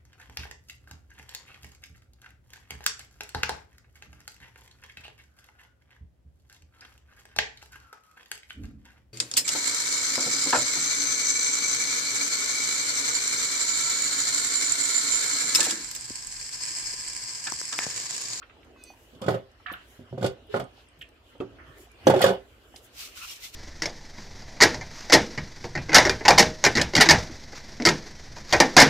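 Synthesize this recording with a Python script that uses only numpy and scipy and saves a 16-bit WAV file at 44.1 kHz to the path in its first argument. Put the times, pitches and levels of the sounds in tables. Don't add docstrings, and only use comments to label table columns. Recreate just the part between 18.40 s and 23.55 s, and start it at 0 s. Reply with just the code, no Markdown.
import sys
import numpy as np
from scipy import signal
from scipy.fft import rfft, irfft, next_fast_len
from scipy.io import wavfile
from scipy.ndimage import uniform_filter1d, map_coordinates

SR = 44100
rng = np.random.default_rng(int(sys.argv[2]) if len(sys.argv) > 2 else 0)


def put_to_file(sound):
    columns = np.atleast_2d(sound).T
    safe = np.clip(columns, -1, 1)
    whole_steps = np.round(safe * 32767)
    wavfile.write(sys.argv[1], SR, whole_steps.astype(np.int16))


def volts(x):
    e = np.asarray(x, float) / 20
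    return 10 ** e


N = 227115


def unit(x):
    return x / np.sqrt(np.mean(x ** 2) + 1e-20)


def along(points, hz):
    f, v = np.transpose(points)
    return np.interp(np.log(hz + 1), np.log(f + 1), v)


def curves(rows):
    s, *cols = np.transpose(rows)
    return [np.interp(np.arange(N) / SR, s, c) for c in cols]


def during(rows, fade=0.054):
    first, last = rows[0][0], rows[-1][0]
    return np.interp(np.arange(N) / SR, [first - fade, first, last, last + fade], [0, 1, 1, 0])


def wobble(rate):
    coarse = np.arange(0, N + 64, 64)
    knots = rng.standard_normal(int(N * rate / SR) + 4)
    return np.interp(np.arange(N), coarse, map_coordinates(knots, [coarse * rate / SR]))


def shaped(x, spectrum):
    m = next_fast_len(x.shape[-1] + 8192)
    gain = volts(along(spectrum, np.fft.rfftfreq(m, 1 / SR)))
    return irfft(rfft(x, m) * gain, m)[..., :x.shape[-1]]


def coloured(x, spectrum):
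    return unit(shaped(x, spectrum))


def rippled(spectrum, depth_db, apart_hz):
    hz = np.arange(apart_hz, SR / 2, apart_hz)
    return np.transpose([hz, along(spectrum, hz) + depth_db * rng.standard_normal(len(hz))])


def pair(n, alike):
    a, b = rng.standard_normal((2, n))
    turn = np.arccos(np.clip(alike, -1, 1)) / 2
    shared, differing = np.cos(turn) * a, np.sin(turn) * b
    return np.array([shared + differing, shared - differing])


def rush(spectrum, alike, patchy_db):
    z = signal.stft(pair(N, alike), nperseg=512)[2]
    field = uniform_filter1d(rng.standard_normal(z.shape[1:]), 6, 0)
    field = uniform_filter1d(field, 10, 1)
    patched = signal.istft(z * volts(patchy_db * unit(field)), nperseg=512)[1][:, :N]
    return coloured(patched, spectrum)


def swells(rows, edge, linger=1.22):
    s, half, db = np.transpose(rows)[:, :, None]
    coarse = np.arange(0, N + 64, 64)
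    away = (coarse / SR - s) / half
    strokes = volts(db) * np.exp(-np.maximum(-away, away / linger) ** edge)
    return np.interp(np.arange(N), coarse, np.sum(strokes, axis=0))


def add(out, s, sound, pan_db):
    out[:, round(s * SR):][:, :sound.shape[1]] += sound * volts([[pan_db / 2], [-pan_db / 2]])


def ringing(modes, t, spread, scatter_db):
    hz, db, t60 = np.transpose(modes)
    draw = rng.standard_normal((4, len(modes)))
    swing = np.exp(np.outer(2j * np.pi * hz * (1 + 0.014 * draw[0]) - np.log(1000) / t60, t))
    phase = 0.65 * draw[3] + spread * (1 + 0.36 * draw[2]) * [[-1], [1]]
    ring = (volts(db + scatter_db * draw[1]) * np.exp(1j * phase) @ swing).imag
    return ring / np.abs(ring).max()


def room(x):
    # frequency_hz, t60_s
    walls = [(150, 0.19), (600, 0.25), (3000, 0.21), (12000, 0.1)]
    out, step = np.zeros((2, N + SR)), SR // 5
    for start in range(0, N, step):
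        hz, t, z = signal.stft(pair(SR // 3, 0.75), SR, nperseg=256)
        decay = volts(-60 * t / along(walls, hz)[:, None])
        tail = signal.istft(z * decay, SR, nperseg=256)[1]
        wet = signal.fftconvolve(x[:, start:start + step], tail / np.linalg.norm(tail[0]), axes=1)
        add(out, start / SR + .004, wet, 0)
    return out[:, :N]


def hum():
    # frequency_hz, density_db (per Hz)
    rumble_spectrum = [(13, -27), (22, -19.5), (33, -9.5), (54, 4), (121, -6), (150, -23), (200, -18),
                       (330, -120)]
    # frequency_hz, density_db (per Hz)
    drone_spectrum = [(88, -56), (150, -11.5), (198, -18.5), (236, -3.5), (461, -5.5), (486, -7.5),
                      (641, -8.5), (750, -10.5), (1200, -26.5), (1560, -22.5), (2640, -120)]
    # middle_s, half_length_s, rumble_db, drone_db
    shudders = [
        (2.083, 0.15, -71, -74),
        (3.15, 0.18, -66, -64.5),
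        (3.793, 0.12, -55, -43.5),
    ]
    steady_db = -64
    deep = volts(steady_db) + swells([(s, half, db) for s, half, db, _ in shudders], edge=1.8)
    boxy = volts(steady_db) + swells([(s, half, db) for s, half, _, db in shudders], edge=2.4)
    rumble = deep * volts(2.5 + 0.84 * wobble(4.13)) * coloured(pair(N, 0.97), rumble_spectrum)
    drone = boxy * volts(2 + 1.5 * wobble(4.8)) * rush(drone_spectrum, 0.76, patchy_db=2.0)
    return (rumble + drone) * volts([[-.8], [.8]])


def hands():
    # middle_s, half_length_s, level_db
    brush = [(.25, .04, -73), (.47, 0.083, -63.5), (.65, 0.11, -62.5), (1.52, 0.066, -59.5),
             (2.39, 0.054, -67.5), (2.89, 0.051, -67), (3.41, 0.039, -54), (4.12, 0.13, -66),
             (4.3, 0.047, -66), (4.375, 0.022, -54.5), (4.448, 0.024, -53.5)]
    # frequency_hz, density_db (per Hz)
    cloth = [(2650, -39), (4500, -11.5), (6770, -4), (7570, -3), (8550, -10.5), (11500, -4.5),
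             (14900, -10.5), (16000, -1)]
    # middle_s, half_length_s, level_db
    scuffs = [(.92, 0.039, -50), (1.42, 0.15, -70.5), (2.15, 0.035, -51), (2.39, 0.084, -79),
              (3.4, 0.18, -71), (3.75, 0.081, -47.5), (3.91, 0.052, -56.5), (4.78, 0.32, -66)]
    # frequency_hz, density_db (per Hz)
    scuff_spectrum = [(530, -14.5), (900, -11), (967, -3.5), (1350, -5), (2570, -7), (2800, -1.5),
                      (3190, -6.5), (4450, -14.5), (5140, -18), (12300, -29.5), (15600, -29)]
    steady_db = -68.5
    hiss = swells(brush, edge=1.7) * volts(0.5 + 0.74 * wobble(31)) * rush(cloth, 0, patchy_db=2)
    scuffing = (volts(steady_db) + swells(scuffs, edge=1.63)) * volts(5.5 + 0.57 * wobble(26.1))
    dull = rush(rippled(scuff_spectrum, depth_db=1.3, apart_hz=93.0), 0, patchy_db=3.0)
    return hiss + scuffing * dull


def ticks():
    # start_s, peak_db, pitch_hz
    pops = [(0.169, -47.5, 850), (0.31, -50, 750), (0.361, -47.5, 1070), (0.503, -39.5, 770),
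            (0.537, -46.5, 900), (1.201, -51.5, 900), (1.268, -52, 704), (1.303, -37, 1020),
            (2.379, -47, 770), (3.472, -48, 730), (4.342, -41, 742)]
    # start_s, peak_db, lowest_resonance_hz, width_octaves
    grit = [(0.018, -45, 1250, 0.34), (0.025, -44.5, 1390, 1.23), (0.095, -50.5, 1290, 1.2),
            (0.105, -57, 1420, 0.76), (0.23, -56, 2160, 0.85), (1.197, -58, 975, 1),
            (1.26, -30.5, 1350, 0.52), (1.266, -42.5, 2690, 0.58), (1.281, -38.5, 1350, 0.92),
            (1.298, -33, 1300, 0.52), (1.295, -47, 2900, 0.3), (1.337, -42.5, 2900, 0.4),
            (1.338, -37.5, 1300, 0.32), (1.359, -46.5, 1700, 0.27), (2.613, -43, 1760, 0.74),
            (2.633, -48, 2500, 0.25), (2.641, -53, 2490, 0.25), (3.002, -51, 2300, 0.6),
            (3.288, -57, 1220, 0.56), (4.36, -43.5, 2660, 1.14)]
    # start_s, peak_db, lowest_hz, width_octaves
    snaps = [(.248, -63, 6500, .8), (0.438, -38.5, 7800, 0.2), (1.116, -64, 6040, 0.84),
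             (1.3245, -39, 13500, 0.34), (1.862, -32.5, 8360, 0.2), (1.336, -46, 12700, 0.42),
             (1.325, -47.5, 9540, 0.12), (1.817, -56, 14000, .3), (1.842, -47, 6000, 1.3),
             (1.8615, -52, 12000, .5), (1.9, -52, 4040, 1.1), (1.921, -58, 13000, .35),
             (2.197, -47, 8050, .9), (2.592, -58, 7320, 0.17), (2.742, -68, 12000, .5),
             (3.394, -55, 9000, .6), (3.6693, -30.5, 7900, 2.8), (3.699, -33, 7960, 1),
             (3.816, -21.5, 9450, 1), (3.841, -21, 6060, 1.3), (3.002, -47, 3020, 0.48),
             (0.8162, -48, 5000, 1.2), (2.069, -59, 11000, 1), (2.241, -52, 6500, 0.61),
             (2.4857, -56, 8000, .3), (2.592, -55, 12700, .25), (2.613, -54, 12400, .3),
             (2.617, -52, 5460, 0.46), (2.622, -53, 6460, 1.2), (2.689, -55.5, 5600, 1.6),
             (2.981, -63, 5000, 1.1), (3.383, -48, 11500, 1.4), (3.516, -54.5, 6200, 0.88),
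             (4.364, -44, 6950, 0.44), (4.4438, -50, 10100, 1)]
    # start_s, peak_db, lowest_hz, width_octaves, length_s
    slides = [(2.087, -43, 400, 0.2, 0.28), (1.262, -42.5, 1460, 1.07, 0.42),
              (2.879, -66, 1383, 0.037, 0.66), (3.004, -44.5, 338, 2.16, 0.12),
              (3.183, -48.5, 1250, 0.92, 0.26), (3.255, -55, 1200, 0.59, 0.53),
              (3.496, -62, 2270, 0.089, 0.37)]
    grit_cycles, snap_s = 84, 0.014
    out, t = np.zeros((2, N + SR)), np.arange(SR // 5) / SR
    front = np.sin(np.pi * np.clip(t / 0.00085, 0, .5))
    for s, db, hz in pops:
        pop = ringing([(hz, 0, .025)], t, spread=0.41, scatter_db=5.5)
        add(out, s, volts(db) * front * pop, -4)
    short = [(*row, grit_cycles / row[2]) for row in grit] + [(*row, snap_s) for row in snaps]
    for s, db, hz, width, length in short + slides:
        skirt = [(-.9, -40), (-.4, -6), (0, 0), (1, -4), (1.39, -20), (1.9, -45), (3.2, -75)]
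        band = [(hz * 2 ** (widths * width), level_db) for widths, level_db in skirt]
        burst = coloured(pair(len(t), 0.1297), rippled(band, depth_db=4.0, apart_hz=0.062 * hz))
        rise = 1 - np.exp(-t / (0.037 * length))
        add(out, s, volts(db + 4 - 60 * t / length) * burst * rise, -3)
    return out[:, :N]


def hinge():
    # multiple_of_slip_rate, level_db
    overtones = [(1, -9), (2, -14), (3, -11), (4, -10), (5, 9), (6, -8), (7, -6), (8, -3), (9, -3),
                 (10, -11), (11, -11), (12, -2), (13, -10), (16, -25)]
    # time_s, pitch_hz, level_db
    squeaks = [
        [(0.355, 2590, -75), (0.398, 2545, -64), (0.435, 2520, -67), (0.476, 2505, -60), (0.5, 2495, -67),
         (0.535, 2485, -73)],
    ]
    hz, db = curves(np.vstack(squeaks))
    turns = np.cumsum(hz / 5 * (1 + .007 * wobble(90))) / SR
    brighten_db = 9 * (np.arange(N) / SR - .48).clip(-.15, .05)
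    tone = 0
    for k, level_db in overtones:
        swell = volts(level_db + brighten_db * (k - 5) + 4 * wobble(30))
        tone = tone + swell * np.sin(2 * np.pi * k * turns)
    moving = sum(during(squeak, fade=0.03) for squeak in squeaks)
    return tone * volts(db) * moving * volts([[-1.5], [1.5]])


def whistles():
    # middle_s, half_length_s, level_db, centre_hz, width_octaves
    cap_holes = [(4.603, .03, -51, 4730, .08), (4.638, 0.045, -58, 1250, 0.2),
                 (4.767, 0.022, -57, 2500, .08), (4.829, 0.025, -48.5, 1340, 0.073),
                 (4.834, 0.019, -42.5, 2690, 0.13), (4.907, 0.019, -46, 5480, .04),
                 (4.898, 0.014, -47, 2850, .06), (4.918, 0.015, -48.5, 3290, .06),
                 (5.045, .02, -50, 2100, .08), (5.055, 0.02, -49, 3500, .05)]
    # middle_s, half_length_s, level_db, centre_hz, width_octaves
    chatter = [(0.829, 0.017, -45.5, 1090, 0.29), (0.97, 0.01, -50, 1240, 0.22),
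               (2.6, 0.019, -56, 130, 0.28), (3.3, 0.044, -58, 125, 0.22), (3.4, 0.039, -54, 380, 0.39),
               (3.683, .01, -34, 1600, 0.28), (3.715, 0.013, -34, 1600, 0.38),
               (3.75, 0.018, -38.5, 1530, 0.31), (3.826, .012, -35, 1900, .25),
               (3.85, 0.018, -27.5, 1500, .35), (3.685, 0.018, -23.5, 230, 0.5),
               (3.915, 0.03, -32.5, 700, .4), (2.39, .035, -60, 3360, 0.58), (.9, 0.019, -30, 640, 0.3),
               (3.015, 0.015, -47, 810, 0.52), (0.425, 0.087, -63, 310, 0.45)]
    out = np.zeros((2, N))
    for s, half, db, hz, width in cap_holes + chatter:
        skirt = [(-3, -45), (-1, -6), (0, 0), (1, -6), (3, -45)]
        band = [(hz * 2 ** (widths * width), level_db) for widths, level_db in skirt]
        noise = pair(N, np.clip(350 / hz, 0.3, .95))
        out = out + swells([(s, half, db)], edge=2.3) * coloured(noise, band)
    return out


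def clinks():
    # start_s, peak_db, pitch_hz, t60_s
    clicks = [(.438, -46, 5200, 0.022), (.438, -45, 6550, .02), (1.265, -29, 2740, 0.016),
              (1.2685, -29.5, 1560, .03), (1.293, -39, 2150, .03), (1.3373, -25.5, 2950, 0.013),
              (2.6095, -46, 3000, .012), (2.6117, -37.5, 2770, .014), (2.6133, -26.5, 2830, 0.015),
              (2.6165, -33, 2950, .02), (2.6195, -39, 1860, 0.028), (2.6257, -28.5, 2790, 0.017),
              (2.6298, -33, 2640, .016), (3.003, -42, 3150, 0.039), (3.186, -48, 1900, .02),
              (.4375, -40, 12200, 0.0056), (.4375, -41, 14600, .006), (1.316, -36, 300, 0.038),
              (.8825, -12, 513, 0.041), (.891, -17, 430, .04), (3.0035, -26, 420, .04),
              (3.699, -7.5, 457, .04), (3.7385, -14.5, 620, .04), (1.845, -18.5, 341, 0.087),
              (2.9525, -49, 900, .03), (1.271, -44, 3900, .02)]
    out, t = np.zeros((2, N + SR)), np.arange(SR // 10) / SR
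    front = 1 - np.exp(-t / 0.00034)
    for s, db, hz, t60 in clicks:
        ring = ringing([(hz, 0, t60), (1.12 * hz, -10, t60)], t, spread=0.36, scatter_db=6.0)
        add(out, s, volts(db) * front * ring, -3)
    return out[:, :N] + room(volts(-12.5) * out[:, :N])


def notes():
    # start_s, peak_db, pitch_hz, t60_s, rise_s
    jar_notes = [(0.73, -44.5, 250, 0.099, 0.0025), (.729, -46, 544, 0.04, .003),
                 (0.767, -47, 242, 0.091, .004), (.815, -27.5, 203, 0.1, .004),
                 (.817, -27.5, 529.3, 0.23, 0.008), (.891, -10.5, 593, 0.021, 0.0011),
                 (.895, -33, 382, 0.33, 0.0046), (.955, -22.5, 526, 0.078, 0.0035),
                 (.98, -42, 545, 0.08, .004), (1.268, -43.5, 712, 0.26, 0.0066),
                 (1.709, -37, 137, .15, 0.0083), (1.775, -30.5, 718, 0.052, 0.0024),
                 (1.82, -32, 1485, 0.057, .002), (1.853, -25, 1460, 0.064, 0.0025),
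                 (1.875, -43, 386.4, .35, 0.0085)]
    # start_s, peak_db, pitch_hz, t60_s, rise_s
    pot_notes = [(2.952, -56, 1250, 0.037, .001), (3.0035, -27, 350, 0.16, 0.0011),
                 (3.0035, -27.5, 440, 0.074, .001), (3.004, -35, 290, 0.18, 0.001),
                 (3.004, -36.5, 584, 0.092, 0.00093), (3.005, -43, 1166, .12, 0.0023),
                 (3.004, -38.5, 1297, 0.11, .002), (3.003, -43, 2600, 0.056, 0.0009),
                 (3.041, -39, 117, 0.25, 0.033), (3.185, -53, 1520, .08, .002)]
    # start_s, peak_db, pitch_hz, t60_s, rise_s
    lid_notes = [(3.669, -12, 836, 0.071, .002), (3.669, -18.5, 6150, 0.025, .001),
                 (3.676, -24, 1653, 0.04, .003), (3.699, -14, 864, 0.088, .002),
                 (3.738, -14, 815, 0.052, .001), (3.791, -24, 1530, 0.047, .002),
                 (3.807, -16.5, 724, 0.072, .001), (3.815, -22.5, 1880, 0.065, .003),
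                 (3.841, -3, 549, 0.05, .001), (3.843, -20, 1720, 0.032, .001),
                 (3.842, -17, 1077, 0.043, .001), (3.88, -22, 1487, 0.12, .006),
                 (3.901, -37, 382.5, 0.25, .01), (3.885, -17.5, 707, 0.12, .004)]
    out, t = np.zeros((2, N + SR)), np.arange(SR // 3) / SR
    for s, db, hz, t60, rise in jar_notes + pot_notes + lid_notes:
        ring = ringing([(hz, 0, t60), (1.03 * hz, -9, t60)], t, spread=0.3, scatter_db=2.0)
        add(out, s, volts(db) * (1 - np.exp(-t / rise)) * ring, -2.5)
    return out[:, :N] + room(volts(-10.5) * out[:, :N])


def contacts():
    # start_s, body_peak_db, thud_db, rim_db, clatter_db
    jars = [(.73, -43, -15, -26, -14), (0.748, -47, 0, -23, -7), (.816, -30, -4.5, -7, -7),
            (0.838, -31, -9, -2, -11.5), (0.862, -26, 1.5, -4, -12), (.882, -11, -9.5, -2.5, -19),
            (.903, -26, 1, -5, -10), (.924, -25, -4, -28, -31), (.942, -18, -5, -7.5, -21.5),
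            (1.315, -42, -4.5, 3, -5), (1.593, -38.5, 7, -28, -28), (1.727, -27, 1, -18, -33),
            (1.744, -42, -11, -9, -32), (1.778, -23, -3.5, -14, -24), (1.793, -36, -2, -22, -17),
            (1.81, -29, 4, -12, -13), (1.826, -17, -9, -11.5, -15.5), (1.843, -11, -8.5, -13, -17.5),
            (1.861, -22, -8, -7.5, -5), (2.141, -12.5, -12.5, -3.5, -28), (2.159, -21.5, -3, -5.5, -15.5),
            (2.168, -33, 0.5, 10, -7.5), (2.197, -23.5, -5.5, -0.5, -12.5), (2.218, -34.5, 3, -11, -18)]
    # start_s, body_peak_db, thud_db, rim_db, clatter_db
    pot = [
        (2.952, -44, -14, -9, -28),
        (3.003, -24.5, -6, -11, -23.5),
        (3.035, -39, -1, -12, -43),
        (3.062, -55, -7.5, -25, -37),
    ]
    # start_s, body_peak_db, thud_db, rim_db, clatter_db
    lid = [(3.669, -2, -11, -9.5, -17.5), (3.699, -8.5, -8, -6, -16), (3.719, -19, -5, -11.5, -34),
           (3.738, -7.5, -14.5, -14, -25), (3.76, -11.5, -10.5, -11.5, -21.5),
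           (3.773, -17, -12.5, -21, -19), (3.79, -18, -24, -7, -13), (3.807, -16.5, -10, 0, -12),
           (3.815, -17.5, -13, -1.5, -1.5), (3.822, -22, -32, -1.5, 4.5), (3.841, -8.5, -14.5, -4.5, -11),
           (3.861, -11.5, -8.5, -2.5, -10), (3.878, -14, -17, -5.5, -16.5), (3.888, -12, -17.5, -18, -14.5),
           (3.904, -14.5, -12, -9, -25)]
    blow_hz, rock_hz, pot_hz = 462, 405.6, 374
    rock_s, rock_db, dull_db = .0095, -10, -5.5
    blows = [(*row, blow_hz) for row in jars + lid] + [(*row, pot_hz) for row in pot]
    rocks = []
    for s, db, thud_db, rim_db, clatter_db, hz in blows:
        later = s + rock_s * (1 + .2 * rng.standard_normal())
        rocks.append((later, db + rock_db, thud_db, rim_db + dull_db, clatter_db + dull_db, min(hz, rock_hz)))
    return blows + rocks


def bumps():
    # pitch_hz, level_db, t60_s
    worktop = [(96.1, -11, 0.13), (130.5, -1.5, 0.098), (187.4, -1.5, 0.089), (242.8, -10.5, 0.12),
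               (293, -7, 0.19), (386.4, -2, 0.17), (422, -9.5, 0.12), (520.2, 3, 0.069), (548, 0.5, 0.05),
               (646, -4.5, 0.097), (724, -7.5, 0.079), (814, -11, 0.081), (952, -4.5, 0.028)]
    # pitch_hz, level_db, t60_s
    rim_modes = [(1071, -11.5, 0.082), (1250, -4.5, 0.057), (1415, 2.5, 0.024), (1460, 0, 0.027),
                 (1700, -3, 0.016), (1900, -18, 0.03), (2210, -14, 0.013)]
    # pitch_hz, level_db, t60_s
    glass_modes = [(2360, -7.5, 0.055), (2900, -2, 0.062), (3560, -21, 0.068), (4490, -5.5, 0.068),
                   (5900, -18.5, 0.02), (7290, 2, 0.027)]
    # frequency_hz, density_db (per Hz)
    clatter_spectrum = [(1180, -8), (2000, -7.5), (2090, -5), (3490, -1), (4010, -6), (4410, -7.5),
                        (5300, -9.5), (14800, -26), (16000, -20.5)]
    # frequency_hz, gain_db
    under = [(40, -50), (78, -14.5), (98, 1.5)]
    scrape_spectrum = [(250, -35.0), (700, 11.0), (1000, 1.5), (1600, -10.0), (2300, -10.5), (3500, -60.0)]
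    out, t = np.zeros((2, N + SR)), np.arange(SR // 6) / SR
    rise, loosen = 1 - np.exp(-t / 0.0015), 1 - np.exp(-t / 0.0031)
    loose = coloured(pair(SR, -0.074), rippled(clatter_spectrum, depth_db=-3.0, apart_hz=178.8))
    rough = coloured(pair(SR, -0.12), scrape_spectrum)

    def piece(noise):
        return noise[:, rng.integers(SR - len(t)):][:, :len(t)]

    pressed = 0.51 + 0.86 * np.exp(-t / 0.011)
    for s, db, thud_db, rim_db, clatter_db, centre in contacts():
        favoured = [(hz, level_db - 10.0 * np.log2(hz / centre) ** 2, t60) for hz, level_db, t60 in worktop[4:]]
        thud = volts(thud_db) * ringing(worktop[:4], t, spread=0.087, scatter_db=4.0)
        body = pressed * ringing(favoured, t, spread=0.37, scatter_db=3.5)
        scrape = volts(-13.5 - 60 * t / 0.14) * piece(rough)
        rim = ringing(rim_modes, t, spread=1.0, scatter_db=3.5) + scrape
        rim = volts(rim_db) * volts([[-1.5], [1.5]]) * rim
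        glass = volts(clatter_db - 7.0) * ringing(glass_modes, t, spread=0.61, scatter_db=5.5)
        clatter = loosen * volts(clatter_db - 1.0 - 60 * t / 0.059) * piece(loose)
        add(out, s, volts(db + 1.5) * rise * (thud + body + rim + glass + clatter), -2.5)
    return shaped(out[:, :N], under)


def shaker():
    # frequency_hz, density_db (per Hz)
    grain_spectrum = [(880, -23), (1500, -51), (1720, -15), (2440, -4), (4120, -7), (5440, -6), (9280, -14),
                      (14900, -14.5), (16000, -19.5)]
    # middle_s, half_length_s, grains_db, hollow_db (the jar's cavity, re grains)
    jerks = [
        (4.613, 0.042, -40.5, -22),
        (4.776, 0.021, -45, -11),
        (4.834, 0.021, -44, -7),
        (4.911, 0.033, -42, -18),
        (5.043, 0.025, -40.5, -19),
        (5.155, 0.014, -38, -23),
    ]
    hollow_spectrum = [(800, -14.5), (1100, -1.0), (1400, 6.0), (2400, -16), (3200, -34.5)]
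    strikes = pair(N, 0) * (1 + 3.2 * (rng.random((2, N)) < .03))
    hollow = rush(hollow_spectrum, 0.27, patchy_db=5.5)
    grains = coloured(strikes, rippled(grain_spectrum, depth_db=1.5, apart_hz=204.5))
    thrown = swells([(s, half, db) for s, half, db, _ in jerks], edge=1.48, linger=1.69)
    booming = swells([(s, half, db + hollow_db) for s, half, db, hollow_db in jerks], edge=1.7)
    return volts(2 + 0.92 * wobble(60)) * (thrown * grains + booming * hollow)


def scene():
    bumped, ticked = bumps(), ticks()
    reverberant = room(volts(-9.0) * bumped + volts(-9.0) * ticked)
    steady = hum() + hands()
    return steady + ticked + hinge() + whistles() + clinks() + notes() + bumped + reverberant + shaker()


def top_cut(x):
    return signal.sosfilt(signal.butter(12, 16520, fs=SR, output="sos"), x)


def record(dry):
    # frequency_hz, gain_db
    ports = [(15200, 0), (15600, -7), (15900, -24), (16600, -53)]
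    soft = dry / (1 + np.abs(dry / .93) ** 6) ** (1 / 6)
    return top_cut(shaped(soft, ports))


dry = scene()
out = record(dry)
put_to_file(out)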